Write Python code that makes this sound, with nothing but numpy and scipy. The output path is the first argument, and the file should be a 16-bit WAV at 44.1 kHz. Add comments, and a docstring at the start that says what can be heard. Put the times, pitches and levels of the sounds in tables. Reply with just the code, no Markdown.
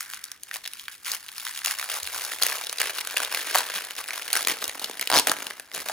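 """Two hands pull open a clear plastic bag above a wooden table, close to a phone in a small room.
First fingertips rub the pinched seal and single creases snap: the crease cracks, the facet beside it
rings, the wall pops. From about 1 s a swarm of tiny buckles grows, swelling with each squeeze.
The bag sounds deeper as it opens, and small packets are pushed about inside with soft bumps.
Just after 5 s a fold rips free, and the crinkle thins out under a few last snaps."""
import sys
import numpy as np
from scipy import signal
from scipy.fft import rfft, irfft, next_fast_len
from scipy.io import wavfile
from scipy.ndimage import uniform_filter1d

SR = 44100
rng = np.random.default_rng(int(sys.argv[2]) if len(sys.argv) > 2 else 0)


def transcribe(signal):
    """Save signal, clipped to [-1, 1], as a 16-bit WAV file at the path in sys.argv[1]."""
    frames = np.atleast_2d(signal).T
    limited = np.clip(frames, -1, 1)
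    pcm = np.round(limited * 32767).astype(np.int16)
    wavfile.write(sys.argv[1], SR, pcm)


N = 261401
TIME = np.arange(N) / SR
SNAP_SAMPLES = 512
SNAP_HZ = np.arange(SNAP_SAMPLES // 2 + 1) * SR / SNAP_SAMPLES

# the pinched seal opens and ever more wall is free to move: time_s, low_cut_hz, pop_over_ring_db
BAG_OPENING = [(0, 1080, -24), (.45, 1080, -15), (.55, 348, -14), (.7, 980, -10.5), (1, 960, -31),
               (1.13, 337, -17), (1.27, 990, -13), (1.65, 620, -20), (1.85, 430, -11.5), (2.2, 260, -12.5),
               (2.7, 290, -12.5), (3.1, 246, -12.5), (3.5, 230, -11), (4.35, 273, -12), (4.5, 110, -7),
               (4.9, 130, -7.5), (5.1, 131, -13), (5.3, 89.5, 0), (5.5, 110, -7)]
# crispness of the film under the fingers: time_s, crack_over_ring_db
FILM_CRISPNESS = [(0, 4.5), (.4, 3), (1.1, 4), (2.2, 3.5), (2.9, -1), (3.35, 0), (3.65, 0), (4.4, 0.5),
                  (5.25, 0.5), (5.8, 2.5)]


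def amp(db):
    """Decibels to gain."""
    return 10 ** (np.asarray(db) / 20)


def curve(table, at):
    """Interpolate each further column of a table along its first."""
    points, *columns = np.transpose(table)
    return [np.interp(at, points, column) for column in columns]


def on_log(table, hz):
    """Read an EQ curve on a log-frequency axis."""
    points, values = np.transpose(table)
    return np.interp(np.log(hz + 1), np.log(points), values)


def band(hz, q):
    """Response of one resonance, gain 1 at its centre."""
    s = 1j * SNAP_HZ / hz
    return s / q / (1 + s / q + s * s)


def low_cut(hz):
    """Second-order high-pass: a small surface cannot radiate long waves."""
    s = 1j * SNAP_HZ / hz
    return s * s / (1 + np.sqrt(2) * s + s * s)


def delay(seconds):
    """Response of a pure delay."""
    return np.exp(-2j * np.pi * SNAP_HZ * seconds)


def unit(spectra):
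    """Scale each spectrum to a sound of energy 1."""
    return spectra / np.sqrt(np.mean(np.abs(spectra) ** 2, axis=-1, keepdims=True))


def noise_bursts(shape, decay_s):
    """Spectra of short, decaying noise bursts of energy 1."""
    noise = rng.standard_normal((*shape, SNAP_SAMPLES))
    return unit(rfft(noise * np.exp(-TIME[:SNAP_SAMPLES] / decay_s)))


def diffuse_noise(size):
    """Spectrum of a diffuse noise: alike at both microphone ports in the bass, unrelated in the treble."""
    mid, side = rfft(rng.standard_normal((2, size)))
    hz = np.arange(len(mid)) * SR / size
    alike = 0.71 / (1 + (hz / 3500) ** 2)
    return hz, mid * np.sqrt(1 + alike) + side * np.sqrt(1 - alike) * np.array([[1], [-1]])


def room_tone(level_db):
    """Faint steady hum of the room's air, strongest in the bass."""
    # spectrum of the quiet air: frequency_hz, relative_db
    air_spectrum = [(25, -12), (65, -1.5), (150, -5), (400, -4), (15000, -35)]
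    hz, noise = diffuse_noise(size=next_fast_len(N + 1))
    sound = irfft(noise * amp(on_log(air_spectrum, hz)))[:, :N]
    return amp(level_db) * sound / np.std(sound)


def room_reverb(dry, t60_s, wet_db, dull_hz):
    """A short, slightly dull tail from the nearby walls."""
    hz, noise = diffuse_noise(size=16384)
    tail = irfft(noise / np.sqrt(1 + (hz / dull_hz) ** 2))
    age = TIME[:tail.shape[1]]
    attack = 1 - np.exp(-(age / 0.00062) ** 2)
    tail *= attack * amp(-60 * age / t60_s)
    tail /= np.sqrt(np.sum(tail ** 2, axis=1, keepdims=True))
    return amp(wet_db) * signal.fftconvolve(dry, tail, axes=1)[:, :N]


def bumps():
    """Dull low thuds, cushioned by the fingers."""
    # soft knocks of hands and packets: start_s, level_db, pitch_hz, t60_s
    thuds = [(2.025, -50, 72.4, 0.29), (2.15, -57, 75.4, .25), (3.754, -43.5, 192, 0.083),
             (4.675, -48, 75, 0.091), (4.84, -44, 230, 0.055), (4.895, -46, 215, .06),
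             (5.115, -55, 79.5, 0.44), (5.77, -44, 165, .07), (5.8, -58, 75, 0.24)]
    out = np.zeros(N)
    for start_s, level_db, pitch_hz, t60_s in thuds:
        age = np.maximum(TIME - start_s, 0)
        attack = 1 - np.exp(-age / 0.0046)
        out += attack * amp(level_db - 60 * age / t60_s) * np.sin(2 * np.pi * pitch_hz * age)
    return out


def seal_rub(hz, q):
    """Tiny slips of the fingertips keep the stiff seal ringing faintly."""
    # fingertips sliding on the seal: time_s, level_db
    rub_levels = [(0, -49.5), (.36, -57), (.43, -79), (.52, -70), (1.1, -62)]
    slips = rng.standard_normal((2, N)) * rng.exponential(size=N)
    crossfed = slips + slips[::-1] / 2
    seal_ring = irfft(band(hz, q) ** 2)
    sound = signal.fftconvolve(crossfed, seal_ring[None], axes=1)[:, :N]
    return amp(curve(rub_levels, TIME)[0]) * sound / np.std(sound)


def finger_effort_db(times):
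    """How hard the fingers work the film: a light hold, and squeezes that build, sag and relax."""
    # the light hold between squeezes: time_s, ring_level_db
    hold = [(0, -49), (.3, -57), (.41, -66), (.47, -53.5), (.6, -58.5), (.8, -48.5), (.99, -58), (1.2, -51),
            (1.6, -46.5), (2.1, -42.5), (2.75, -44), (3.8, -38), (3.95, -48), (4.25, -41), (4.95, -45.5),
            (5.55, -49.5), (5.68, -60), (5.82, -55.5)]
    # the fingers squeeze or shift the film: start_s, length_s, ring_level_db
    squeezes = [(0.005, 0.032, -46.5), (0.111, 0.067, -48.5), (0.53, 0.037, -41.5), (0.638, .03, -54),
                (0.921, 0.015, -47), (1.052, 0.099, -36.5), (1.365, 0.055, -44.5), (1.453, 0.055, -41),
                (1.551, 0.037, -41), (1.65, 0.078, -34.5), (1.789, 0.053, -39.5), (1.893, 0.088, -35),
                (2.132, 0.15, -38), (2.314, 0.027, -37), (2.416, .15, -33), (2.584, 0.052, -37.5),
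                (2.804, 0.099, -33), (2.951, .05, -34), (3.113, 0.026, -38), (3.171, 0.077, -32),
                (3.316, 0.1, -33), (3.46, 0.074, -34.5), (3.548, 0.059, -28), (3.737, 0.047, -33.5),
                (3.977, 0.026, -34.5), (4.122, 0.045, -37.5), (4.335, 0.073, -32.5), (4.486, 0.03, -28),
                (4.616, 0.025, -35.5), (4.82, .025, -36.5), (5.012, 0.0079, -38), (5.137, 0.061, -30),
                (5.268, 0.046, -34), (5.37, .12, -43.5), (5.74, 0.078, -38), (5.853, .065, -40)]
    grip_s, relax_s, sag_db_per_s = 0.0059, 0.014, 21
    power = amp(curve(hold, times)[0]) ** 2
    for start_s, length_s, level_db in squeezes:
        age = times - start_s
        envelope = np.exp(np.minimum(age, 0) / grip_s - np.maximum(age - length_s, 0) / relax_s)
        sag_db = sag_db_per_s * (np.clip(age, 0, length_s) - length_s / 2)
        power += (envelope * amp(level_db - sag_db)) ** 2
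    return 10 * np.log10(power)


def buckle(count, shiver_s, shiver_db):
    """The push of a buckle: a jump inwards or outwards, then a brief random shiver of the film."""
    shiver = noise_bursts((count,), shiver_s)
    jump = rng.choice([-1, 1], (count, 1))
    return jump + amp(shiver_db) * shiver


def paths_to_ports(count):
    """Each snap reaches both microphone ports directly, off the table and scattered."""
    # every crease lies at another height above the table
    table_lag_s = 0.0012 * np.exp(0.313 * rng.standard_normal((count, 1, 1)))
    # film and phone scatter the middle treble differently towards each port
    scatter = noise_bursts((count, 2), decay_s=0.0024) * (1 + band(hz=5800, q=1.5))
    return 1 + 0.23 * delay(table_lag_s) + amp(-11) * scatter


def snaps(starts, ring_db, facet_hz, crack_db, pop_db, shiver_s, shiver_db, nudge_db):
    """Each buckle cracks the crease, rings the facet and pops the wall; the ring is the level reference."""
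    count, facet_hz = len(starts), facet_hz[:, None]
    crease_push = buckle(count, 0.98 * shiver_s, shiver_db)
    crack = unit(crease_push * band(hz=7610, q=1.0) * low_cut(hz=1900))
    # slow bending waves leave the film a moment after the crack
    push = buckle(count, shiver_s, shiver_db) * delay(0.000415 * rng.random((count, 1)))
    low_cut_hz, _ = curve(BAG_OPENING, starts[:, None])
    radiated = push * low_cut(low_cut_hz) ** 2
    ring = unit(radiated * band(facet_hz, q=1.84) * low_cut(0.56 * facet_hz))
    pop = unit(radiated * band(hz=587, q=0.8) * band(hz=625, q=0.37))
    # the packets inside take a faint dull nudge
    nudge = unit(push * band(hz=234, q=0.29) ** 2)
    crack_gain, pop_gain = amp(crack_db)[:, None], amp(pop_db)[:, None]
    source = ring + crack_gain * crack - pop_gain * pop + amp(nudge_db) * nudge
    gain = amp(ring_db)[:, None] * np.sqrt(1 + crack_gain ** 2 + pop_gain ** 2)
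    sounds = irfft(gain[:, None] * unit(source[:, None] * paths_to_ports(count)))
    out = np.zeros((2, N))
    for onset, sound in zip(np.clip(starts * SR, 0, N - 1).astype(int), sounds):
        out[:, onset:onset + SNAP_SAMPLES] += sound[:, :N - onset]
    return out


def creases(starts, energy_db, facet_hz, crack_db, pop_trim_db):
    """Single creases give way: a harder snap shivers longer, and a freer wall pops more."""
    over_ring_db = 10 * np.log10(1 + amp(crack_db) ** 2)
    _, wall_db = curve(BAG_OPENING, starts)
    pop_db = wall_db + pop_trim_db + 0.62 * over_ring_db
    shiver_s = 0.0013 * amp(0.24 * energy_db[:, None])
    return snaps(starts, energy_db - over_ring_db, facet_hz, crack_db, pop_db,
                 shiver_s, shiver_db=2.5, nudge_db=-43)


def crinkle(per_second, spread_db, facet_hz, facet_spread, over_effort_db):
    """A swarm of tiny buckles of unequal size, as strong as the fingers press."""
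    count = int(per_second * N / SR)
    time_jitter, size_jitter, pitch_jitter = rng.standard_normal((count, 3)).T
    starts = np.sort(np.abs(np.arange(count) + time_jitter)) / per_second
    crack_db, = curve(FILM_CRISPNESS, starts)
    _, pop_db = curve(BAG_OPENING, starts)
    # neighbouring buckles share the work that the fingers put in
    energy = amp(spread_db * size_jitter) ** 2
    share = energy / uniform_filter1d(energy, size=21) * SR / per_second
    ring_db = finger_effort_db(starts) + over_effort_db + 10 * np.log10(share)
    pitch_hz = np.clip(facet_hz * np.exp(facet_spread * pitch_jitter), 600, 7000)
    return snaps(starts, ring_db, pitch_hz, crack_db, pop_db, shiver_s=0.0015, shiver_db=4, nudge_db=-28)


def ticks(per_second, over_effort_db, firm_db, spread_db, facet_hz, facet_spread, crisp_db, crisp_spread_db):
    """Smaller creases give way at random, harder as the fingers press, up to a firm grip."""
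    count = int(per_second * N / SR)
    time_jitter, size_jitter, pitch_jitter, crisp_jitter = rng.standard_normal((count, 4)).T
    starts = np.abs(np.arange(count) + time_jitter / 2) / per_second
    grip_db = np.minimum(finger_effort_db(starts), firm_db)
    energy_db = grip_db + over_effort_db + spread_db * np.tanh(size_jitter)
    crack_db = curve(FILM_CRISPNESS, starts)[0] + crisp_db + crisp_spread_db * crisp_jitter
    pitch_hz = facet_hz * np.exp(facet_spread * np.tanh(pitch_jitter))
    return creases(starts, energy_db, pitch_hz, crack_db, pop_trim_db=-0.5)


def fold_rip(start_s, slips, facet_hz, wall_hz):
    """A stuck fold lets go slip by slip: the broad wall leads at first, the small facet at the end."""
    progress = np.linspace(-1, 1, slips)
    gaps_s = 0.0059 + 0.0035 * np.linspace(-1, 1, slips - 1) ** 2  # quickest halfway through
    starts = start_s + np.append(0, np.cumsum(gaps_s)) + 0.0001 * rng.standard_normal(slips)
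    facet_db = 5 + 5.5 * progress
    wall_db = 3.5 - progress - 2.4 * progress ** 2
    each = np.ones(slips)
    facet = snaps(starts, facet_db, facet_hz * each, crack_db=-10 * each, pop_db=-12 * each,
                  shiver_s=0.00093, shiver_db=6.5, nudge_db=-29)
    wall = snaps(starts, wall_db, wall_hz * each, crack_db=-18 * each, pop_db=-16 * each,
                 shiver_s=0.0016, shiver_db=-3, nudge_db=-21.5)
    return facet + wall


def big_snaps():
    """Loud creases snap through under the fingers and stand out of the swarm."""
    # one crease a row: start_s, energy_db, facet_hz, crack_over_ring_db
    loud_creases = [(0.0069, -1.5, 1600, 6.5), (0.1005, -11.5, 1730, 3), (0.1354, -7, 1220, -4),
                    (0.1447, -9, 2090, 14), (0.2403, -4.5, 1810, 20), (0.2526, -14.5, 5500, 25),
                    (0.3168, -6, 1700, 12), (0.434, -7.5, 3580, 15), (0.5123, -6, 1880, -13),
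                    (0.5415, -7, 2710, 5), (0.5463, -16, 2380, 9), (0.6425, -13.5, 3740, 1),
                    (0.6532, -9.5, 2700, -15), (0.6605, -7.5, 2440, -3), (0.6762, -3.5, 3920, 9),
                    (0.7346, -8, 3440, 4), (0.7963, -10, 3200, -15), (0.882, -5.5, 1870, -10.5),
                    (1.117, 2.5, 6100, -18), (1.148, -2.5, 2380, 16), (1.289, -11.5, 2660, -22),
                    (1.381, -7, 1720, 7), (1.4508, -6, 2110, 3), (1.4671, -3.5, 1920, -4),
                    (1.575, -5.5, 3400, 7), (1.6477, 2, 2820, 0), (1.66, 5.5, 2600, 4),
                    (1.68, -1, 2580, -6.5), (1.7102, 2, 2420, 7), (1.7866, -5, 1960, 4),
                    (1.7966, -2, 2230, 2), (1.8267, -4.5, 1700, -4), (2.031, -3, 4160, 10),
                    (2.0732, -3, 2110, 3), (2.2495, -4.5, 4960, -4), (2.3196, -5, 1890, -3),
                    (2.4237, 9, 3670, -7), (2.4338, 10, 1980, 15), (2.4657, 7, 2830, 9),
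                    (2.5219, -2, 1740, -15), (2.669, -3.5, 3350, -3), (2.695, -1.5, 3930, -8),
                    (2.7277, -1.5, 1730, 9), (2.7839, -1.5, 3350, -13), (2.801, 4, 1670, 8),
                    (2.8154, 7, 1720, 2), (2.8959, -3.5, 1930, -11), (2.9849, -2, 1320, 7),
                    (3.0106, -3, 2890, 1.5), (3.0727, -0.5, 1790, 5), (3.1661, 1, 1770, -17),
                    (3.1704, 7, 1670, -1), (3.232, -0.5, 1920, 1), (3.347, 2.5, 1900, 3),
                    (3.5469, 3, 1850, -4), (3.5514, 9.5, 1150, 3), (3.5571, 10.5, 1120, -2),
                    (3.5844, 6.5, 1520, 15), (3.7605, -4.5, 2820, -13), (3.908, -5.5, 1520, -2),
                    (3.965, -9.5, 1840, 9), (4.0407, -10, 2250, -1), (4.079, -9.5, 2890, 9),
                    (4.0863, -4.5, 2090, 5), (4.1066, -2.5, 2050, -18), (4.178, -4.5, 1740, 2),
                    (4.221, -6, 2520, -5), (4.2793, -5.5, 2350, 4), (4.33, 9, 4900, 7),
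                    (4.354, 4.5, 1740, 4), (4.365, 4.5, 1620, 3), (4.3719, 3.5, 1630, 18),
                    (4.4201, -5, 3080, 1), (4.4278, -2, 1620, 14), (4.449, -1.5, 3740, -18),
                    (4.472, 8.5, 1930, 3), (4.4839, 4, 2120, 7), (4.507, -4, 2540, -1),
                    (4.6196, -8.5, 2200, 4), (4.641, 2, 3870, 1), (4.679, -2, 5400, 18),
                    (4.6946, -3.5, 2500, -10), (4.753, -10.5, 980, -1), (4.796, -6, 3010, 6),
                    (4.844, 1, 3140, 5), (4.897, -6.5, 450, -4.5), (4.9953, -2, 2330, 1.5),
                    (5.0119, 2, 3320, 2), (5.0262, -2, 1800, -8), (5.0735, 2.5, 3020, -1),
                    (5.1009, 6, 1100, -0.5), (5.271, 9.5, 1710, 6), (5.2844, -0.5, 1730, 2),
                    (5.2958, 5.5, 4530, -8), (5.3162, 8, 1550, 3), (5.426, -7, 2000, 7),
                    (5.468, -3, 2880, -4), (5.508, -6, 1716, -18), (5.5976, -7, 1730, 2.5),
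                    (5.716, -14.5, 2020, -5), (5.7475, -3, 5060, -1), (5.8863, -1.5, 2980, -3),
                    (5.897, -1, 925, -6)]
    return creases(*np.transpose(loud_creases), pop_trim_db=-6.5)


def scene():
    """The bag and its reverb, over soft bumps and room tone."""
    bag = big_snaps()
    bag += fold_rip(start_s=5.116, slips=12, facet_hz=4440, wall_hz=960)
    bag += seal_rub(hz=1620, q=1.2)
    bag += ticks(per_second=34, over_effort_db=30.5, firm_db=-41.5, spread_db=4,
                 facet_hz=2260, facet_spread=0.38, crisp_db=4.5, crisp_spread_db=8.5)
    bag += crinkle(per_second=750, spread_db=6.5, facet_hz=2096, facet_spread=0.41, over_effort_db=-0.38)
    reverb = room_reverb(bag, t60_s=0.25, wet_db=-14, dull_hz=6960)
    return bag + reverb + bumps() + room_tone(level_db=-68)


def record(dry):
    """The phone's two ports colour and delay the sound differently; peaks are rounded, the top is cut."""
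    # colour of the film as the microphones hear it: frequency_hz, gain_db
    colour = [(30, -2), (70, 1), (300, 1.5), (620, -1), (1000, 0.5), (1250, -0.5), (1600, 2), (2200, 0),
              (4400, 1), (7300, -4), (9000, 0.5)]
    # level between the ports: frequency_hz, left_minus_right_db
    port_balance = [(2500, 0), (5400, 2.2), (8500, 0.3)]
    # phase between the ports: frequency_hz, left_lead_rad
    port_phase = [(1400, .1), (3000, .95), (6000, 1.1), (7300, -.7), (8400, -3.14), (12100, -9.42),
                  (16000, -15.4)]
    size = 2 ** int(np.ceil(np.log2(N + SR / 10)))
    hz = np.arange(size // 2 + 1) * SR / size
    side = np.array([[0.5], [-0.5]])
    gain = amp(on_log(colour, hz) + side * on_log(port_balance, hz))
    phase = side * curve(port_phase, hz)[0]
    heard = irfft(rfft(dry, size) * gain * np.exp(1j * phase))[:, :N]
    rounded = np.tanh(0.89 * heard) / 0.91
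    top_cut = signal.ellip(8, 0.2, 70, 15900, fs=SR, output="sos")
    return signal.sosfilt(top_cut, rounded)


dry = scene()
out = record(dry)
transcribe(out)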